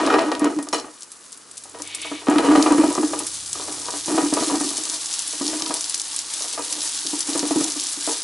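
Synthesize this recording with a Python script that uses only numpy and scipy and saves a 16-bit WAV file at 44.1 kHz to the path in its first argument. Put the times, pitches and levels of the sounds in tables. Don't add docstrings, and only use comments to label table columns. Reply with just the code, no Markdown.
import sys
import numpy as np
from scipy import signal
from scipy.fft import rfft, irfft, next_fast_len
from scipy.io import wavfile

SR = 44100
rng = np.random.default_rng(int(sys.argv[2]) if len(sys.argv) > 2 else 0)


def persist_wave(psi):
    counts = np.round(np.clip(psi, -1, 1) * 32767).astype(np.int16)
    wavfile.write(sys.argv[1], SR, np.atleast_2d(counts).T)


def level_to_linear(level):
    exponent = np.asarray(level, float) / 20
    return 10 ** exponent


N = 362943

# t/s, boom level/dB, knock level/dB, knock f/Hz
CLEAR_THUDS = [(0.0, -21, -12, 900), (0.053, -8, -18, 1210), (0.072, -8, -9, 1170),
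               (0.101, -28.5, -7, 1300), (0.139, -9, -4.5, 1220), (0.185, -22, -7.5, 1220),
               (0.26, -14, -23, 1160), (0.276, -11.5, -26, 503), (0.316, -20, -11, 1153),
               (0.418, -8.5, -19, 1180), (0.442, -6, -13, 1165), (0.455, -5.5, -12, 1000),
               (0.564, -13.5, -35.5, 893), (0.588, -12, -22.5, 990), (0.67, -23, -29, 696),
               (0.731, -26, -17, 1300), (0.753, -22, -33, 960), (0.843, -26, -31, 1130),
               (1.654, -45, -36.5, 780), (1.745, -51, -27.5, 970), (1.798, -28, -31.5, 513),
               (2.049, -36, -26.5, 1120), (2.114, -17.5, -22, 634), (2.216, -42.5, -29.5, 960),
               (2.269, -26, -15, 1160), (2.285, -1.5, -16.5, 900), (2.308, -15, -15, 840),
               (2.327, -14, -29, 860), (2.358, -4, -14, 1180), (2.385, -4.5, -9.5, 1250),
               (2.444, -6, -13, 475), (2.459, -11, -13.5, 1205), (2.487, -2.5, -14, 950),
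               (2.513, -4, -9.5, 860), (2.552, -9, -7, 1220), (2.575, -0.5, -19, 513),
               (2.626, -27, -27, 1210), (2.661, -7.5, -6, 730), (2.705, -3.5, -12.5, 1230),
               (2.718, -21, -13.5, 960), (2.746, -4.5, -16, 527), (2.782, 1, -14, 1230),
               (2.812, -10.5, -13.5, 540), (2.836, -1, -15, 850), (2.868, -9.5, -31, 950),
               (2.903, -14, -21, 990), (2.954, -44.5, -20, 1010), (2.978, -4, -15.5, 995),
               (3.031, -7.5, -20, 840), (3.11, -15.5, -35.5, 510), (3.133, -20, -16, 840),
               (3.2, -20.5, -23, 860), (3.553, -44, -31, 760), (3.597, -45, -27, 1120),
               (3.622, -35, -30, 1000), (3.679, -26, -24, 716), (3.778, -44.5, -36, 1100),
               (3.884, -43, -22.5, 1024), (3.937, -31, -24.5, 692), (4.08, -11, -20, 593),
               (4.098, -12, -22, 620), (4.143, -8.5, -26, 610), (4.178, -7.5, -10, 695),
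               (4.225, -8.5, -21, 670), (4.256, -16, -21, 1240), (4.325, -5.5, -20.5, 606),
               (4.369, -29, -13.5, 622), (4.409, -8, -20, 950), (4.469, -15, -30.5, 652),
               (4.498, -16.5, -17.5, 1140), (4.517, -11, -32, 834), (4.541, -15.5, -18, 915),
               (4.608, -14.5, -18.5, 890), (4.645, -15.5, -35, 717), (4.711, -26.5, -31, 736),
               (4.782, -28, -33, 725), (4.933, -36, -34, 650), (5.333, -32, -34, 585),
               (5.41, -13.5, -25, 620), (5.428, -16, -35, 930), (5.486, -20.5, -26, 890),
               (5.53, -11.5, -21.5, 936), (5.62, -19.5, -34, 1290), (5.667, -32, -29, 1250),
               (5.697, -18.5, -30, 700), (5.706, -33, -17.5, 1180), (6.406, -45, -32.5, 597),
               (6.442, -38, -28, 690), (6.576, -26.5, -19.5, 683), (6.655, -47, -38, 510),
               (6.709, -47, -35, 506), (6.78, -46, -34, 560), (7.05, -24, -37, 1330),
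               (7.131, -18.5, -30.5, 590), (7.286, -18, -29.5, 820), (7.352, -11, -21, 520),
               (7.428, -12, -19.5, 700), (7.508, -10, -17, 685), (7.56, -5, -24, 760),
               (7.608, -10, -21.5, 598), (7.661, -30, -45, 824), (7.759, -22.5, -37, 510),
               (7.971, -27.5, -41, 850), (8.074, -22, -20.5, 674), (8.089, -26, -20, 940)]
# start t/s, length t/s, level/dB
HAND_PUSHES = [(0.0, 0.23, -21), (.26, 0.11, -32), (0.413, 0.06, -26), (0.557, 0.066, -44.5),
               (.74, 0.13, -41.5), (1.744, 0.46, -49.5), (2.294, 0.35, -22.5), (2.656, 0.25, -27),
               (2.964, 0.21, -41.5), (3.552, 0.4, -44), (4.085, 0.19, -31), (4.33, 0.24, -32.5),
               (4.612, .3, -44.5), (5.413, 0.257, -39.5), (6.538, 0.324, -45.5), (7.283, 0.37, -37)]
# f/Hz, level/dB, ring time to -60 dB t/s
BOOM_MODES = [(285.3, -0.5, 0.065), (316, -1.5, 0.086), (267, -11.5, 0.025), (353.5, -4.5, 0.037)]
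# f/Hz, level/dB, ring time to -60 dB t/s
WALL_MODES = [(394.4, -2.5, 0.09), (456.4, -5, 0.24), (482, -3.5, 0.087), (582, -2, 0.064), (663, 0, 0.069),
              (760, -0.5, 0.066), (858, -4, 0.14), (964, 2, 0.093), (1183, 5.5, 0.033), (1262, -1, 0.08),
              (1466, -10.5, 0.054), (1663, -12, 0.14), (1870, -11.5, 0.19), (1990, -16, 0.11),
              (2410, -15.5, 0.26), (2483, -10.5, 0.14), (2900, -11, 0.13), (3020, -6.5, 0.14),
              (4104, -2, 0.13), (4290, -10, .1), (4730, -9, 0.15), (5450, 5.5, 0.039), (6659, -4, 0.07),
              (7100, -7, .1), (7967, -11, .08)]
# t/s, ring level/dB, clatter level/dB
BOARD_KNOCK = [(0.728, -23, -18)]
# t/s, sizzle level/dB, brightness (gain on the sizzle's top)/dB
FRYING = [(0.0, -33, -3.5), (0.2, -38.5, -2.5), (0.87, -49, 1.5), (1.51, -47, 1), (1.99, -37, -2),
          (2.36, -38, 0.0), (2.52, -31.5, 0.0), (2.73, -31.5, 0.0), (3.48, -33, 1.5), (4.24, -27.5, 0.5),
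          (4.74, -27.5, 0.5), (5.39, -28.5, -1), (5.71, -27, -1), (6.05, -28.5, -0.5), (7.15, -27, -1),
          (7.43, -26.5, -1.5), (8.23, -25, -0.5)]
# f/Hz, relative density level/dB
SIZZLE_SPECTRUM = [(350, -25), (600, -16), (960, -7.5), (1030, -12.5), (1240, -8), (2140, -14),
                   (3560, -4.5), (5690, 1.5), (10700, 2), (11500, 3.5), (15000, -64), (22000, -120)]
# t/s, crack level/dB, centre f/Hz
LOUD_SPITS = [(0.064, -10, 4900), (0.1927, -11, 3900), (0.3173, -12.5, 4130), (0.3512, -12, 3400),
              (0.3945, -17, 9440), (0.4447, -10, 7100), (0.588, -20.5, 6300), (0.627, -21, 9750),
              (0.6876, -17, 6130), (0.7821, -19, 6260), (0.7984, -15, 5270), (1.0077, -25, 9060),
              (1.022, -19.5, 5800), (1.0315, -18.5, 7300), (1.118, -22, 9400), (1.3214, -23.5, 9300),
              (1.3277, -20, 7260), (1.3752, -27.5, 9600), (1.5134, -23, 8700), (1.57, -21, 9200),
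              (1.5786, -16.5, 7800), (1.637, -18, 10200), (1.696, -25, 8500), (1.8208, -11, 7000),
              (1.8753, -19.5, 8100), (1.948, -14, 9100), (2.016, -20, 9670), (2.2997, -16, 7350),
              (2.384, -3, 3320), (2.5594, -11, 4600), (2.583, -11, 4700), (2.626, 0.5, 5200),
              (2.7225, -11, 7940), (2.9277, -14, 9300), (2.9514, -7, 6400), (3.1907, -8, 9000),
              (3.2676, -7.5, 9460), (3.53, -5, 7000), (3.725, -15, 8200), (3.7985, -13.5, 9150),
              (3.9055, -13, 7250), (4.0592, -9.5, 6560), (4.3383, -4.5, 8400), (4.6122, -12, 9170),
              (4.691, -9, 5800), (4.7035, -13, 8700), (4.77, -9, 6350), (4.7777, -10.5, 8700),
              (4.8367, -9.5, 6600), (4.8534, -10, 6000), (4.8981, -5, 6360), (4.9422, -13, 7000),
              (5.0595, -9, 6250), (5.1283, -9, 6700), (5.1391, -5.5, 6360), (5.192, -6.5, 7100),
              (5.2787, -10.5, 8900), (5.309, -13, 6660), (5.4196, -13, 5800), (5.4665, -7, 6100),
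              (5.4793, -3.5, 5940), (5.6219, -3, 5070), (5.6616, -9, 4930), (5.7401, -9.5, 9700),
              (5.7696, -10, 6100), (5.8089, -7, 6470), (5.843, -9, 5400), (5.897, -7, 8800),
              (5.9442, -1.5, 5960), (5.9783, -16, 6800), (5.9984, -7, 5450), (6.0167, -8, 6640),
              (6.1633, -9.5, 9000), (6.19, -6, 6300), (6.337, -9.5, 9500), (6.4224, -8, 6000),
              (6.5286, -11, 6800), (6.7263, -7, 6100), (6.8065, -10, 5760), (6.8188, -9, 5760),
              (6.8481, -10, 7860), (6.876, -8.5, 6140), (6.948, -13, 4900), (6.99, -11, 5850),
              (7.0657, -12, 6300), (7.0703, -6.5, 5100), (7.1924, -7.5, 9000), (7.2063, -2, 6460),
              (7.3334, -9, 5100), (7.377, -9, 9640), (7.3936, -2, 6500), (7.488, -14, 5400),
              (7.6426, -2, 7240), (7.7009, -11, 6600), (7.7207, -8.5, 5660), (7.798, -5.5, 5600),
              (7.808, -9, 6900), (7.8385, -9, 8000), (7.8688, -9, 6140), (7.9165, -12, 8700),
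              (7.9297, -11, 7700), (8.0105, -14, 5920), (8.1173, -8, 6400)]
# delay t/s, level/dB
SPIT_ECHOES = [(.0007, -25.5), (.0016, -12.5), (.0029, -8.5)]
# f/Hz, width f/Hz (ring time is 4.5 / width), level/dB
BOARD_RESONANCES = [(2265, 210, 4.5), (2520, 97, -2), (2980, 1000, 12.5), (3630, 150, 1.5),
                    (3900, 420, 2.5), (4600, 390, -2)]
# f/Hz, relative density level/dB
AIR_SPECTRUM = [(15, -41), (25, -43), (77, -31), (178, -8), (306, -1.5), (784, -9), (1190, -2.5),
                (1320, -4.5), (2090, -13), (3000, -17), (3900, -44), (6600, -120)]
# t/s, f/Hz, level/dB
MOTOR_HUMS = [
    [(1.8, 69.9, -82), (2.4, 70, -66.5), (2.9, 69.5, -53), (4, 67, -59), (5.3, 64.6, -71), (6.3, 64, -71),
     (7, 63.4, -71)],
    [(1.2, 88, -81), (1.8, 93.4, -56.5), (2.3, 96.3, -63), (3.5, 100, -55), (4, 104, -56.5),
     (5.2, 109.4, -69), (5.8, 108, -77)],
]
# multiple of the hum's f, level against the hum/dB
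MOTOR_OVERTONES = [(2, -3), (1.5, -1)]

POUR_RISE_DB_PER_S, POUR_FALL_DB_PER_S = 600, 257
STILL_DB, STILL_FOLLOWS = -55, 1
LESSER_PER_S, LESSER_DB, LESSER_SPREAD_DB = 60, 4, 4.5
RING_DB, RING_FOLLOWS = -37.5, 0.93
SCATTER_DB, SCATTER_T60_S = -9, 0.27
BARE_DB, CUSHION_DB_PER_S = 1.5, 3
CAVITY_HZ, CAVITY_T60_S, BOOM_SIDE_DB = 296.5, 0.064, -21
HEAP_HZ, HEAP_T60_S, HEAP_DB, HEAP_DB_PER_S = 197, 0.033, -24.5, 1.5
DEEP_DB, DEEP_FOLLOWS, PLUNGE_DB = -48.5, 0.54, -12.5
SPRAY_DB, SPRAY_DB_PER_OCTAVE, SPRAY_SPREAD_DB = -13, 10.5, 3
CHANCE_SPITS, CHANCE_SPIT_DB = 160, 14
RASP_START_S, RASP_RISE_S, RASP_HOLD_S, RASP_FALL_S, RASP_DB = 1.82, 0.11, 0.25, 0.069, -35
KITCHEN_T60_S, KITCHEN_DB, WALL_CUT_HZ = 0.16, -3, 6600
AIR_DB = -51
RUMBLE_DB, RUMBLE_FOLLOWS = -59.5, 0.52
CUTOFF_HZ = 11030


def rms_one(x):
    return x / np.sqrt(np.mean(x ** 2) + 1e-20)


def in_time(rows):
    s, *columns = np.transpose(rows)
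    return [np.interp(np.arange(N) / SR, s, c) for c in columns]


def low(x, hz):
    return signal.sosfilt(signal.butter(2, hz, fs=SR, output="sos"), x)


def high(x, hz):
    return signal.sosfilt(signal.butter(4, hz, "high", fs=SR, output="sos"), x)


def band(x, from_hz, to_hz):
    return signal.sosfilt(signal.butter(2, [from_hz, to_hz], "band", fs=SR, output="sos"), x)


def colour(x, spectrum):
    hz, db = np.transpose(spectrum)
    grid = np.maximum(np.fft.rfftfreq(4096, 1 / SR), 1)
    cepstrum = irfft(np.log(level_to_linear(np.interp(np.log(grid), np.log(hz), db))))
    cepstrum[1:2048] *= 2
    cepstrum[2049:] = 0
    response = irfft(np.exp(rfft(cepstrum)))
    return signal.oaconvolve(x, response[None], axes=-1)[..., :N]


def drift(rate):
    knots = rng.standard_normal(int(N / SR * 200) + 400)
    r = np.exp(-2 * np.pi * rate / 200)
    slow = signal.lfilter([1], [1, -2 * r, r * r], knots)[300:]
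    return np.interp(np.arange(N) / SR * 200, np.arange(len(slow)), rms_one(slow))


def ring(clicks, hz, t60):
    r = level_to_linear(-60 / (t60 * SR))
    w = 2 * np.pi * hz / SR
    return signal.lfilter([0, np.sin(w)], [1, -2 * r * np.cos(w), r * r], clicks + 1e-18)


def grains(per_s, spread_db, most=5):
    sizes = level_to_linear(spread_db * np.minimum(rng.exponential(1, N), most)) * rng.choice([-1, 1], N)
    return rms_one(sizes * (rng.random(N) < per_s / SR))


def train(seconds, gains):
    out = np.zeros(N)
    np.add.at(out, np.round(seconds * SR).astype(int).clip(0, N - 1), gains)
    return out


def stream():
    t = np.arange(N) / SR
    sizzle_db = in_time(FRYING)[0]
    power = level_to_linear(2 * (STILL_DB + STILL_FOLLOWS * (sizzle_db + 29)))
    for start, length, db in HAND_PUSHES:
        before = POUR_RISE_DB_PER_S * np.maximum(start - t, 0)
        after = POUR_FALL_DB_PER_S * np.maximum(t - start - length, 0)
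        power = power + level_to_linear(2 * (db - before - after))
    return 10 * np.log10(power)


def landings(stream_db):
    draws = rng.random((round(LESSER_PER_S * N / SR), 4))
    when, boom_luck, knock_luck, pitch = draws.T
    db = stream_db[(when * (N - 1)).astype(int)]
    boom_db = db + LESSER_DB - 2 * LESSER_SPREAD_DB * boom_luck
    knock_db = RING_DB + RING_FOLLOWS * (db + 38) + LESSER_DB - 2 * LESSER_SPREAD_DB * knock_luck
    lesser = np.transpose([when * N / SR, boom_db, knock_db, 500 * 2.53 ** pitch])
    return np.vstack([CLEAR_THUDS, lesser[db > STILL_DB + 6]])


def tumble(steady_db, seconds, blow_db):
    r = level_to_linear(-120 / (SCATTER_T60_S * SR))
    flurry = signal.lfilter([1], [1, -r], train(seconds, level_to_linear(2 * (blow_db + SCATTER_DB))))
    return np.sqrt(level_to_linear(2 * steady_db) + flurry)


def boom_modes(blows):
    return sum((-1) ** k * level_to_linear(db) * ring(blows, hz, t60) for k, (hz, db, t60) in enumerate(BOOM_MODES))


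def boom(thuds, stream_db):
    s, boom_db, *_ = np.transpose(thuds)
    small = rms_one(boom_modes(grains(per_s=300, spread_db=1.5, most=4.4)))
    cavity = ring(train(s, level_to_linear(boom_db)), CAVITY_HZ, CAVITY_T60_S)
    swell = 2 * np.log(1000) / (CAVITY_T60_S * SR) * cavity
    heap = ring(train(s, level_to_linear(boom_db + HEAP_DB + HEAP_DB_PER_S * s)), HEAP_HZ, HEAP_T60_S)
    return boom_modes(swell) + low(heap, hz=500) + tumble(stream_db, s, boom_db) * small


def wall(thuds, stream_db):
    s, _, wall_db, _ = np.transpose(thuds)
    luck = rng.standard_normal((len(s), len(WALL_MODES)))
    small = grains(per_s=300, spread_db=3.0, most=1.9)
    knock_s, knock_db, clatter_db = BOARD_KNOCK[0]
    bounces = knock_s + np.array([0, .006, .017, .057, .082])
    landed, tumbled, knocked = 0, 0, 0
    for k, (hz, db, t60) in enumerate(WALL_MODES):
        sign = (-1) ** k
        landed += ring(train(s, level_to_linear(wall_db + db + 4.94 * luck[:, k] - 14.5) * sign), hz, t60)
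        tumbled += level_to_linear(db) * ring(small * rng.standard_normal(N), hz, t60)
        bounce_db = knock_db + db - 180 * (bounces - knock_s)
        knocked += ring(train(bounces, level_to_linear(bounce_db) * sign), hz, t60)
    age = np.arange(N) / SR - knock_s
    clatter = (age > 0) * level_to_linear(clatter_db - 290 * np.abs(age)) * grains(per_s=4800, spread_db=-5.0)
    small_gain = tumble(RING_DB + RING_FOLLOWS * (stream_db + 34), s, wall_db + 0.5)
    soft = low(low(landed, hz=1940), hz=2130) + small_gain * rms_one(low(tumbled, hz=1790))
    bare = level_to_linear(BARE_DB - CUSHION_DB_PER_S * np.arange(N) / SR)
    hard = bare * low(low(high(soft, hz=1390), hz=2170), hz=2170)
    return soft + hard + knocked + clatter


def flesh(thuds):
    out, t = np.zeros(N + 2048), np.arange(2048) / SR
    luck = rng.random((len(thuds), 2))
    slaps = low(rng.standard_normal((len(thuds), len(t))), hz=3160)
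    for (s, _, knock_db, knock_hz), parts, slap in zip(thuds, luck, slaps):
        others = 400 * 2.86 ** parts[:, None]
        knock = level_to_linear(-2.2 * knock_hz * t) * np.sin(2 * np.pi * knock_hz * t)
        knock += level_to_linear(-10.0) * np.sum(level_to_linear(-5.0 * others * t) * np.sin(2 * np.pi * others * t), axis=0)
        knock += level_to_linear(-3.5 - 1020 * t) * slap
        onset = 1 - np.exp(-t / 0.00073)
        at = round(s * SR)
        out[at:at + len(t)] += level_to_linear(knock_db) * onset * knock
    return out[:N]


def sizzle(stream_db):
    level_db, bright_db = in_time(FRYING)
    depth = level_to_linear(DEEP_DB + DEEP_FOLLOWS * (level_db + 26.5)) + level_to_linear(PLUNGE_DB + stream_db)
    middle, left, right = [grains(9000 * level_to_linear(1.6 * drift(20)), 3.14) for spot in range(3)]
    wide = middle + level_to_linear(-10.5) * np.array([left, right])
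    fizz = rms_one(colour(wide, SIZZLE_SPECTRUM)) * level_to_linear(1.5 * drift(38)) + level_to_linear(-3.5) * snaps()
    top = fizz - low(fizz, hz=7000)
    deep = band(wide, 900, 3200)
    for hz, db, t60 in WALL_MODES[7:18]:
        deep = deep + level_to_linear(db - 40.5) * ring(wide, hz, t60)
    bright = level_to_linear(bright_db + 0.46 * drift(2.8))
    level = level_to_linear(level_db + 1.0 * drift(4.4))
    return level * (fizz + (bright - 1) * top) + depth * rms_one(deep)


def snaps():
    clicks = grains(1500 * level_to_linear(3.1 * drift(14)), 4.5, most=3.65)
    pitches = np.geomspace(3500, 10000, num=8)
    dealt = rng.integers(0, len(pitches), N)
    rung = sum(ring(clicks * (dealt == k), hz, 2.75 / hz) for k, hz in enumerate(pitches))
    return rms_one(high(rung, hz=3260))


def spits():
    out, t = np.zeros((2, N + 1024)), np.arange(1024) / SR
    draws = rng.random((CHANCE_SPITS, 3))
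    when = .001 + draws[:, 0] * (N / SR - .01)
    sizzle_db = np.interp(when, *np.transpose(FRYING)[:2])
    level_db = sizzle_db + CHANCE_SPIT_DB - 8.9 * draws[:, 1]
    chance = np.transpose([when, level_db, 5000 * 2.25 ** draws[:, 2]])
    rows = np.vstack([LOUD_SPITS, chance])
    spray = rng.standard_normal((len(rows), 1024))
    sides = rng.normal(1.5, 1.9, len(rows))
    wetness = rng.standard_normal(len(rows))
    for (s, peak_db, hz), noise, pan_db, wet in zip(rows, spray, sides, wetness):
        spray_db = SPRAY_DB + SPRAY_DB_PER_OCTAVE * np.log2(hz / 6500) + SPRAY_SPREAD_DB * wet
        crack = 1.37 * np.exp(-((t - .00025) / 0.00014) ** 2) * np.sin(2 * np.pi * hz * t)
        crack += sum(level_to_linear(db) * np.roll(crack, round(lag * SR)) for lag, db in SPIT_ECHOES)
        splash_and_spray = level_to_linear(-9.0 - 23000 * t) + level_to_linear(spray_db - 1250 * t)
        mist = splash_and_spray * np.diff(noise, prepend=0)
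        at = round((s - .0002) * SR)
        gains = level_to_linear(peak_db + .5 * pan_db * np.array([[1], [-1]]))
        out[:, at:at + len(t)] += gains * (crack + mist)
    return high(out[:, :N], hz=2270)


def rasp():
    slips = grains(1200 * level_to_linear(3.0 * drift(30)), 3.0, most=4)
    body = sum((-1) ** k * level_to_linear(db) * ring(slips, hz, 4.5 / width)
               for k, (hz, width, db) in enumerate(BOARD_RESONANCES))
    corners = np.cumsum([RASP_START_S, RASP_RISE_S, RASP_HOLD_S, RASP_FALL_S])
    slide = np.interp(np.arange(N) / SR, corners, [0, 1, 1, 0])
    return rms_one(high(body, hz=1750)) * level_to_linear(RASP_DB) * slide


def kitchen(x):
    size = next_fast_len(N + SR)
    w = 2 * np.pi * np.fft.rfftfreq(size, 1 / SR)
    dull = 1 / (1 + 1j * w / (2 * np.pi * WALL_CUT_HZ))
    echo = np.zeros((2, len(w)), complex)
    for k, lag in enumerate(rng.uniform(.006, .03, 16)):
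        loop = level_to_linear(-60 * lag / KITCHEN_T60_S) * dull * np.exp(-1j * w * lag)
        echo[k % 2] += (-1) ** (k // 2) * loop / (1 - loop) / 4
    return irfft(rfft(x, size) * echo, size)[:, :N]


def background(stream_db):
    mid, side = rng.standard_normal((2, 2, N))
    air, rumble = mid[:, None] + level_to_linear(-6.0) * side[:, None] * np.array([[1], [-1]])
    rumble_db = RUMBLE_DB + RUMBLE_FOLLOWS * (stream_db + 38.5) + 2.5 * drift(5.1)
    steady = level_to_linear(AIR_DB) * rms_one(colour(air, AIR_SPECTRUM))
    return steady + level_to_linear(rumble_db) * rms_one(band(rumble, 60, 170)) + hums()


def hums():
    out = 0
    for rows, (multiple, over_db) in zip(MOTOR_HUMS, MOTOR_OVERTONES):
        hz, db = in_time(rows)
        phase = 2 * np.pi * np.cumsum(hz * (1 + .02 * drift(8))) / SR
        out += level_to_linear(db + 1.0 * drift(0.96)) * np.sin(phase)
        out += level_to_linear(db + over_db + 2.5 * drift(2.5)) * np.sin(multiple * phase)
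    return out


def scene():
    stream_db = stream()
    thuds = landings(stream_db)
    pot = high(wall(thuds, stream_db) + flesh(thuds), hz=228) + rasp()
    close = pot * level_to_linear([[.5], [-.5]]) + sizzle(stream_db) * level_to_linear([[.4], [-.4]]) + spits()
    thump = high(boom(thuds, stream_db), hz=156)
    wide = thump + level_to_linear(BOOM_SIDE_DB) * np.roll(thump, 40) * [[1], [-1]]
    echo = level_to_linear(KITCHEN_DB) * kitchen(close + level_to_linear(-16.5) * thump)
    return wide + close + echo + background(stream_db)


def band_limit(x):
    return signal.sosfilt(signal.butter(12, 12360, fs=SR, output="sos"), x)


def record(dry):
    rounded = 0.77 * np.tanh(dry / 0.92)
    cut = signal.sosfilt(signal.ellip(14, .5, 60, CUTOFF_HZ, fs=SR, output="sos"), rounded)
    return band_limit(cut)


dry = scene()
out = record(dry)
persist_wave(out)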